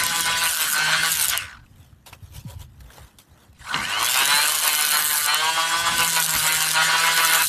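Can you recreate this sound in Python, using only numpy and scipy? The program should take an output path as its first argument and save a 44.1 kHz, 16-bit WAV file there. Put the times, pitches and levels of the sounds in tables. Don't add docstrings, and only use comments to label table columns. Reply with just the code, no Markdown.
import sys
import numpy as np
from scipy import signal
from scipy.fft import rfft, irfft, next_fast_len
from scipy.io import wavfile
from scipy.ndimage import uniform_filter1d

SR = 44100
rng = np.random.default_rng(int(sys.argv[2]) if len(sys.argv) > 2 else 0)


def waveform_to_disk(signal):
    frames = np.transpose(np.atleast_2d(signal))
    scaled = np.clip(frames, -1, 1) * 32767
    samples = np.round(scaled).astype(np.int16)
    wavfile.write(sys.argv[1], SR, samples)


N = 329943

# time_s, level_db, drone_over_level_db, belt_cover_over_level_db, clean_share (0-1)
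HOUSING_RUNS = [
    [(0, -29, -6, -3.5, 0.35), (.2, -30.5, -2, -3, 0.62), (.235, -35, -8, -2, .4),
     (.265, -27, -3.5, -2, 0.55), (.46, -25, -9, -5.5, .5), (.54, -38, -5, 2, 0.1),
     (.62, -27.5, -8.5, -5, 0.57), (.74, -40, -5, 10, 0.17), (.765, -26.5, -6, 2.5, 0.51),
     (1.07, -25.5, -9.5, -2.5, 0.58), (1.12, -33, -13, -3.5, 0.78), (1.29, -33.5, -9.5, -4, 0.29),
     (1.33, -24, -9, -6, 0.18), (1.4, -35, -15, -6, 0.6), (1.55, -52, -2, 6, 0.29), (1.66, -77, 9, 4, .1)],
    [(3.56, -64, -8, -11, 0.2), (3.65, -49, -2, 7, 0.4), (3.75, -31, 2, -4, 0.35),
     (3.86, -32, -8, -3, 0.13), (4.02, -27.5, 1, -10, 0.34), (4.13, -27.5, -11, -9, 0.27),
     (4.19, -24, -6.5, -6.5, 0.57), (4.4, -24.5, -5.5, -1, 0.74), (4.47, -28, -6.5, -10, 0.42),
     (4.61, -32.5, -2, -6, 0.43), (4.64, -26, -5.5, -10.5, 0.34), (4.88, -28.5, -9, -4.5, 0.5),
     (4.96, -26, -5, -1, 0.45), (5.04, -33, -5.5, -1, 0.46), (5.24, -35.5, -2, 3, 0.66),
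     (5.29, -25, -5.5, -4.5, 0.78), (5.45, -28, 0.5, -6, 0.75), (5.8, -30, 1.5, -1.5, 0.71),
     (6.05, -24.5, -4, -6.5, 0.61), (6.1, -32, -4.5, 0, 0.4), (6.155, -29, -9, -12, 0.34),
     (6.17, -23, -5, -1.5, .4), (6.25, -35, -2, -3.5, 0.37), (6.5, -24.5, -8, -5, 0.55),
     (6.72, -31, -7.5, -5, 0.37), (6.76, -24, -4.5, -1, .65), (7.42, -25, -5.5, -2, 0.64),
     (7.48, -56, -4, 11, 0.1)],
]

START_S, FREE_SPEED, SPIN_UP_S = 3.55, 170, .42
BRAKE_S = 1.36
BELT_ORDER, SLOT_ORDER = 20, 28


def amp(db):
    return 10 ** (np.asarray(db) / 20)


def unit(x):
    return x / np.sqrt(np.mean(x ** 2) + 1e-20)


def seconds():
    return np.arange(N) / SR


def along(points, hz):
    f, v = np.transpose(points)
    return np.interp(np.log(hz + 1), np.log(f + 1), v)


def curves(rows):
    time_s, *columns = np.transpose(rows)
    return [np.interp(seconds(), time_s, column) for column in columns]


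def wobble(rate):
    knots = rng.standard_normal(int(N * rate / SR) + 2)
    return np.interp(np.arange(N) * (rate / SR), np.arange(len(knots)), knots)


def filtered(x, response):
    m = next_fast_len(N + 8192)
    return irfft(rfft(x, m) * response(np.fft.rfftfreq(m, 1 / SR)), m)[:N]


def noise(spectrum, gate=1):
    return unit(filtered(gate * rng.standard_normal(N), lambda hz: amp(along(spectrum, hz))))


def steady(x, span_s):
    return x / np.sqrt(np.abs(uniform_filter1d(x ** 2, size=int(span_s * SR))) + 1e-9)


def patchy(x, patch_db):
    z = signal.stft(x, nperseg=512)[2]
    field = uniform_filter1d(rng.standard_normal(z.shape), size=4, axis=0)
    field = uniform_filter1d(field, size=5, axis=1)
    return signal.istft(z * amp(patch_db * unit(field)), nperseg=512)[1][:N]


def split(x, edges_hz):
    below = [filtered(x, lambda hz: 1 / (1 + (hz / edge) ** 12)) for edge in edges_hz]
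    return [steady(high - low, .08) for low, high in zip([0] + below, below + [x])]


def swells(rows, still_db, column):
    t = np.arange(0, N / SR, .001)
    power = 0
    for row in rows:
        peak_s, rise_s, fall_s = row[:3]
        away = np.where(t < peak_s, (peak_s - t) / rise_s, (t - peak_s) / fall_s)
        power = power + amp(row[column] - 20 * away ** 1.3) ** 2
    return np.sqrt(amp(still_db) ** 2 + np.interp(seconds(), t, power))


def speed():
    # time_s, turns_per_s
    loaded_speed = [(0, 168.8), (.16, 168), (.26, 165.6), (.42, 166), (.5, 163.5), (.75, 149.8),
                    (.9, 156.5), (1.05, 163), (1.12, 160.5), (1.2, 153.1), (1.3, 131), (1.62, 25),
                    (3.5, 12), (3.58, 153), (4.62, 153.5), (4.9, 149.2), (5.05, 150.6), (5.2, 149),
                    (5.26, 146), (5.5, 161.6), (5.7, 164.9), (5.85, 169.3), (6.0, 167.1), (6.4, 156),
                    (6.5, 157.2), (6.7, 157), (6.9, 162), (7.1, 165.4), (7.48, 161)]
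    t = seconds()
    loaded, = curves(loaded_speed)
    climb = FREE_SPEED * (1 - np.exp(-np.maximum(t - START_S, .02) / SPIN_UP_S))
    return np.where(t > START_S, np.minimum(climb, loaded), loaded)


def drum():
    return np.cumsum(speed() * (1 + 0.0024 * wobble(60))) / SR


def running(rows):
    t = seconds()
    return np.clip(np.minimum(t - rows[0][0] + .02, rows[-1][0] + .02 - t) / .02, 0, 1)


def both_runs(tables):
    first, second = tables
    return curves(list(first) + list(second)), running(first) + running(second)


def lift_db(hz):
    # centre_hz, width_hz, lift_db
    shell_modes = [(992, 71, 5), (1157, 90, 5.5), (1494, 140, 9), (2138, 76, 5.5), (2946, 570, 5.5),
                   (4103, 356, 7)]
    return sum(db / (1 + (2 * (hz - centre) / width) ** 2) for centre, width, db in shell_modes)


def shell(hz):
    # frequency_hz, relative_level_db
    shell_colour = [(150, -31), (250, -23.5), (640, -12.5), (850, -10), (1300, -7.5), (1800, -4),
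                    (2600, -4.5), (3400, -7), (4400, -9.5), (5500, -11.5), (7150, -17), (12000, -120)]
    return amp(along(shell_colour, hz) + lift_db(hz))


def throb(turns):
    lap_turns = 23.9
    joint_s = (.59, 5.738)
    lean = .5
    first, second = (turns[int(s * SR)] for s in joint_s)
    origin = np.where(np.arange(N) < START_S * SR, first, second)
    lap = 2 * np.pi * (turns - origin) / lap_turns
    return np.cos(lap - lean * (1 - np.cos(lap)))


def housing(turns):
    throb_depths = (0.19, 0.81, 0.19, 0.22)
    under_db, under_follows = -13, 0.48
    strong_order, strong_db = 6, 5
    (level_db, drone_db, cover_db, clean), on = both_runs(HOUSING_RUNS)
    shaken = turns + .008 * wobble(70)
    orders = 0
    for k in range(2, 32):
        gain = amp(4.85 * wobble(20) + strong_db * (k == strong_order))
        orders = orders + gain * np.sin(2 * np.pi * (k * shaken + rng.random()))
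    rattle = (1 + 0.6 * np.cos(2 * np.pi * turns)) * patchy(rng.standard_normal(N), patch_db=4)

    share = np.clip(clean, 0, 1)
    clean_ring = np.sqrt(share) * steady(filtered(orders, shell), 0.18)
    ring = clean_ring + np.sqrt(1 - share) * unit(filtered(rattle, shell))
    bands = split(ring, [780, 1280, 1800])
    offsets_db = (under_db + under_follows * drone_db, drone_db, cover_db, 0)
    lap = throb(turns)
    mix = 0
    for band, db, depth in zip(bands, offsets_db, throb_depths):
        swing = 1 + np.clip(depth * share, 0, .85) * lap
        mix = mix + amp(level_db + db) * swing * band
    chatter = amp(1.3 * wobble(45))
    return on * chatter * mix


def whine(turns):
    # time_s, drum_unbalance_db, belt_tooth_db
    tone_levels = [(0, -51, -40), (.3, -48, -35), (.47, -48, -41), (.55, -70, -55), (.65, -62, -36),
                   (.76, -60, -52), (.84, -43, -33), (.98, -44, -33), (1.08, -45, -48), (1.2, -55, -46),
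                   (1.55, -58, -80), (3.65, -66, -75), (3.84, -50, -36), (4.1, -58, -46), (4.3, -60, -37),
                   (4.55, -62, -39), (4.85, -62, -33), (5.2, -57, -45), (5.33, -58, -28), (5.42, -56, -34),
                   (5.93, -48, -32), (6.04, -42, -42), (6.3, -42, -50), (6.6, -48, -43), (6.82, -41, -42),
                   (7.0, -47, -50), (7.42, -49, -43), (7.48, -58, -52)]
    slot_db, slot_power, mode_lift = -16.5, 1.5, 2
    effort_gain_db = 8
    cry_db, cry_s = 22, .045
    (level_db, *_), on = both_runs(HOUSING_RUNS)
    rate = uniform_filter1d(speed(), size=4000)
    effort_db = effort_gain_db * np.clip(np.gradient(rate) * SR / 100, 0, 2.6)
    brake_db = cry_db * np.exp(-((seconds() - BRAKE_S - cry_s) / cry_s) ** 2)
    slots_db = level_db + slot_db + 20 * slot_power * np.log10(rate / FREE_SPEED)
    slots_db = slots_db + mode_lift * lift_db(SLOT_ORDER * rate) + effort_db + brake_db
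    unbalance_db, belt_db = curves(tone_levels)

    lines = 0
    for k, db in ((1, unbalance_db), (BELT_ORDER, belt_db), (SLOT_ORDER, slots_db)):
        gain = np.sqrt(2) * amp(db + 2.5 * wobble(45))
        lines = lines + gain * np.sin(2 * np.pi * k * (turns + 0.004 * wobble(120)))
    return on * lines


def blade():
    # start_s, end_s, tearing_db, fizz_db, bite (0-1)
    passes = [(-.1, .1, -28.5, -34.5, 0), (.15, 0.25, -26, -26, 0.65), (0.405, .77, -28, -25, 0.45),
              (1.052, 1.315, -26.5, -25, 0.34), (4.023, 4.6, -26, -24.5, 0.47),
              (4.612, 5.27, -27, -22.5, 0.47), (5.97, 6.747, -26, -24.5, 0.5), (6.843, 6.853, -18, -21, 0),
              (6.966, 7.16, -27, -30, 0.11), (7.16, 7.6, -25.5, -22.5, 0.4)]
    air_tear_db, air_fizz_db, air_power = -29.5, -36, 1.47
    brake_db_per_s = 108
    edge_s = 0.07
    t = seconds()
    braked_db = brake_db_per_s * np.where(t < START_S, np.maximum(t - BRAKE_S, 0), 0)
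    air_db = 20 * air_power * np.log10(speed() / FREE_SPEED) - braked_db
    free_tear_db, free_fizz_db = air_db + air_tear_db, air_db + air_fizz_db
    tear_db, fizz_db, bite = free_tear_db, free_fizz_db, 0
    for start, end, cut_tear_db, cut_fizz_db, share in passes:
        depth = np.clip(np.minimum(t - start, end - t) / edge_s + .5, 0, 1)
        tear_db = tear_db + depth * (cut_tear_db - free_tear_db)
        fizz_db = fizz_db + depth * (cut_fizz_db - free_fizz_db)
        bite = bite + depth * share
    return tear_db, fizz_db, bite


def cut(turns):
    # frequency_hz, relative_level_db
    fibre_colour = [(1500, -30.5), (3000, -7), (4200, -6), (5300, -7.5), (8200, -3.5), (10500, -5),
                    (12700, -7.5), (14200, -8.5)]
    tear_db, fizz_db, bite = blade()
    size_db = np.clip(5 * rng.standard_normal(2000), -20, 9)
    size_db[::2] -= 2.5
    burst = amp(size_db)[turns.astype(int)] * np.exp(-(turns % 1) / 0.21)
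    at_speed = np.clip((np.gradient(turns) * SR - 95) / 25, 0, 1)
    share = np.clip(bite, 0, 1) * at_speed
    gate = np.sqrt(share) * unit(burst) + np.sqrt(1 - share) * amp(2.24 * wobble(40))
    hiss = gate * patchy(rng.standard_normal(N), patch_db=3.5)
    tear, fizz = split(filtered(hiss, lambda hz: amp(along(fibre_colour, hz))), [9500])
    return amp(tear_db) * tear + amp(fizz_db) * fizz


def wind_and_handling():
    # time_s, buffet_db
    buffeting = [(0.0, -45), (0.25, -54.5), (0.35, -37), (0.58, -62.5), (1.31, -47), (2.06, -53.5),
                 (2.46, -38.5), (3.4, -57.5), (3.75, -47), (4.44, -63.5), (5.69, -56), (6.02, -39),
                 (6.08, -61.5), (6.31, -58.5), (6.37, -41.5), (6.44, -52), (7.33, -58.5), (7.48, -50)]
    # peak_s, rise_s, fall_s, level_db
    low_bursts = [(.1, 0.34, 0.54, -46), (.7, 0.16, 0.97, -48.5), (3.77, .06, 0.15, -35.5),
                  (4.35, 0.37, .1, -45.5), (4.95, 0.42, 0.52, -50.5), (5.95, 0.097, 0.19, -39.5),
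                  (6.35, 0.041, 0.052, -39.5)]
    # frequency_hz, relative_level_db
    rumble_colour = [(12, -48), (20, -15), (45, -6), (65, 3.5), (130, 0), (162, -14.5), (200, -40),
                     (260, -38), (440, -120)]
    # frequency_hz, relative_level_db
    burst_colour = [(60, -23), (130, 1.5), (220, 4.5), (330, -4.5), (600, -37.5)]
    between_db, follows = -61.5, 0.13
    buffet_db, = curves(buffeting)
    still_db = between_db + follows * (buffet_db - buffet_db.mean())
    bursts = swells(low_bursts, still_db, column=3) * steady(noise(burst_colour), 0.12)
    lumps = amp(9.2 * wobble(16))
    return amp(buffet_db) * steady(lumps * noise(rumble_colour), .2) + bursts


def splinters():
    # start_s, level_db, pitch_hz
    chips = [(0.0357, -4.5, 10150), (0.065, -6, 8400), (0.61, -9, 8050), (0.7274, -12, 7040),
             (0.7412, -13, 9150), (1.1172, -5, 7130), (1.2137, -6, 9400), (1.2195, -8, 12900),
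             (1.2262, -6, 8340), (1.2398, -9, 8900), (1.255, -6.5, 8000), (1.283, -4, 7040),
             (1.2984, -5.5, 6830), (1.3752, -2.5, 8960), (4.0281, -10, 9200), (4.531, -16, 10100),
             (4.5508, -6, 8000), (4.6365, -8, 7340), (4.6494, -8, 10500), (4.6745, -8, 7700),
             (4.886, -9, 12900), (4.9472, -9, 9700), (5.1397, -7, 12600), (5.2608, -4, 7700),
             (5.3444, -4, 8700), (6.1319, -7, 7900), (6.2009, -4, 8000), (6.2252, -12, 8060),
             (6.2627, -12, 8930), (6.6246, -6, 8230), (7.335, -7, 10000)]
    out, t = np.zeros(N + SR), np.arange(300) / SR
    envelope = np.exp(-((t - .0012) / 0.00059) ** 2)
    for s, db, hz in chips:
        body = .5 * np.sin(2 * np.pi * hz * t) + .5 * np.diff(rng.standard_normal(len(t) + 1))
        out[round(s * SR):][:len(t)] += amp(db) * envelope * body
    return out[:N]


def strokes():
    # peak_s, rise_s, fall_s, hiss_db, board_db, hollow_db
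    hand_moves = [(1.83, 0.22, 0.12, -59, -62, -88), (2.064, 0.0044, 0.079, -43, -49.5, -53),
                  (2.132, 0.015, 0.043, -47, -47, -74), (2.25, 0.087, .1, -56, -60.5, -80),
                  (2.36, 0.054, 0.081, -41.5, -52.5, -54.5), (2.51, 0.068, 0.068, -44, -51, -49),
                  (2.62, 0.043, 0.035, -42.5, -51.5, -53), (2.807, .004, 0.018, -47, -58, -85),
                  (2.98, 0.25, .2, -50.5, -51, -76), (3.19, 0.0069, 0.055, -46, -56.5, -75),
                  (3.43, 0.28, .12, -59.5, -58, -85)]
    # frequency_hz, relative_level_db
    skin_colour = [(710, -45), (1200, -25), (1510, -30.5), (2330, 3.5), (3110, 6.5), (5000, 1.5), (5370, 2),
                   (11900, -0.5), (14200, 2.5)]
    # frequency_hz, relative_level_db
    board_colour = [(150, -36.5), (250, -5), (500, 0.5), (1000, -1.5), (1490, -2.5), (2000, -4.5),
                    (2600, -26), (4400, -120)]
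    # frequency_hz, relative_level_db
    plank_colour = [(300, -59), (470, -32), (540, 2), (620, -16), (850, -8), (970, 3), (1060, -15),
                    (1400, -64)]
    still_hiss_db, still_board_db = -69, -68
    grainy = patchy(noise(skin_colour, gate=amp(2.4 * wobble(300))), patch_db=3.5)
    hiss = swells(hand_moves, still_hiss_db, column=3) * grainy
    board = swells(hand_moves, still_board_db, column=4) * steady(noise(board_colour), 0.088)
    hollow = swells(hand_moves, -120, column=5) * steady(noise(plank_colour), .06)
    return hiss + board + hollow


def clicks():
    # start_s, ring_db, pitch_hz, crack_over_ring_db
    taps = [(1.663, -50, 2640, -10), (1.927, -52, 1390, -7), (2.128, -33, 975, -5), (2.132, -32, 2600, -18),
            (2.595, -49, 950, -3), (2.807, -44.5, 1710, -5), (2.904, -38, 1790, -9),
            (2.982, -32.5, 815, -19), (3.186, -42, 3600, 5), (3.313, -52, 598, -11), (3.376, -51, 1380, -2),
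            (3.53, -51, 638, 2), (3.595, -46, 1930, -12)]
    ring_t60_s, crack_t60_s = 0.032, 0.015
    out, t = np.zeros(N + SR), np.arange(SR // 8) / SR
    for s, db, hz, crack_db in taps:
        phase = 2 * np.pi * hz * t + 0.19 * np.cumsum(rng.standard_normal(len(t)))
        ring = amp(-60 * t / ring_t60_s) * np.sin(phase)
        crack = amp(crack_db - 60 * t / crack_t60_s) * rng.standard_normal(len(t))
        out[round(s * SR):][:len(t)] += amp(db) * (ring + crack)
    return out[:N]


def low_thumps():
    # start_s, level_db, base_pitch_hz (starts at 1.84 times this, settles at 0.74 times)
    thumps = [(1.713, -35.5, 83.4), (1.791, -35, 99.6), (2.223, -29, 86.6), (2.359, -35, 89.5),
              (2.449, -23, 137), (2.561, -26.5, 78.1), (2.828, -30, 70.0), (3.016, -36, 67.3),
              (3.49, -37, 80), (6.345, -30, 66)]
    out, t = np.zeros(N + SR), np.arange(SR // 5) / SR
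    onset = 1 - np.exp(-t / 0.0065)
    for s, db, hz in thumps:
        cycles = hz * (0.74 * t + 0.011 * (1 - np.exp(-t / 0.01)))
        out[round(s * SR):][:len(t)] += amp(db - 60 * t / 0.19) * onset * np.sin(2 * np.pi * cycles)
    return out[:N]


def sole():
    # start_s, snap_db, snap_hz, snap_t60_s, thud_db, thud_hz, thud_t60_s
    landing = (3.7433, -7, 2900, .009, -31, 260, .1)
    s, snap_db, snap_hz, snap_t60, thud_db, thud_hz, thud_t60 = landing
    t = np.maximum(seconds() - s, 0)
    snap = amp(snap_db - 60 * t / snap_t60) * np.sin(2 * np.pi * snap_hz * t)
    thud = amp(thud_db - 60 * t / thud_t60) * np.sin(2 * np.pi * thud_hz * t)
    return snap + thud


def scene():
    turns = drum()
    planer = housing(turns) + whine(turns) + cut(turns)
    low_end = wind_and_handling() + low_thumps()
    mono = planer + low_end + splinters() + strokes() + clicks() + sole()
    return np.array([mono, mono])


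def record(dry):
    top_hz = 13900
    soft = dry[0] / (1 + np.abs(dry[0] / .85) ** 4) ** (1 / 4)
    kept = filtered(soft, lambda hz: np.clip((top_hz + 100 - hz) / 200, 0, 1))
    return np.array([kept, kept])


dry = scene()
out = record(dry)
waveform_to_disk(out)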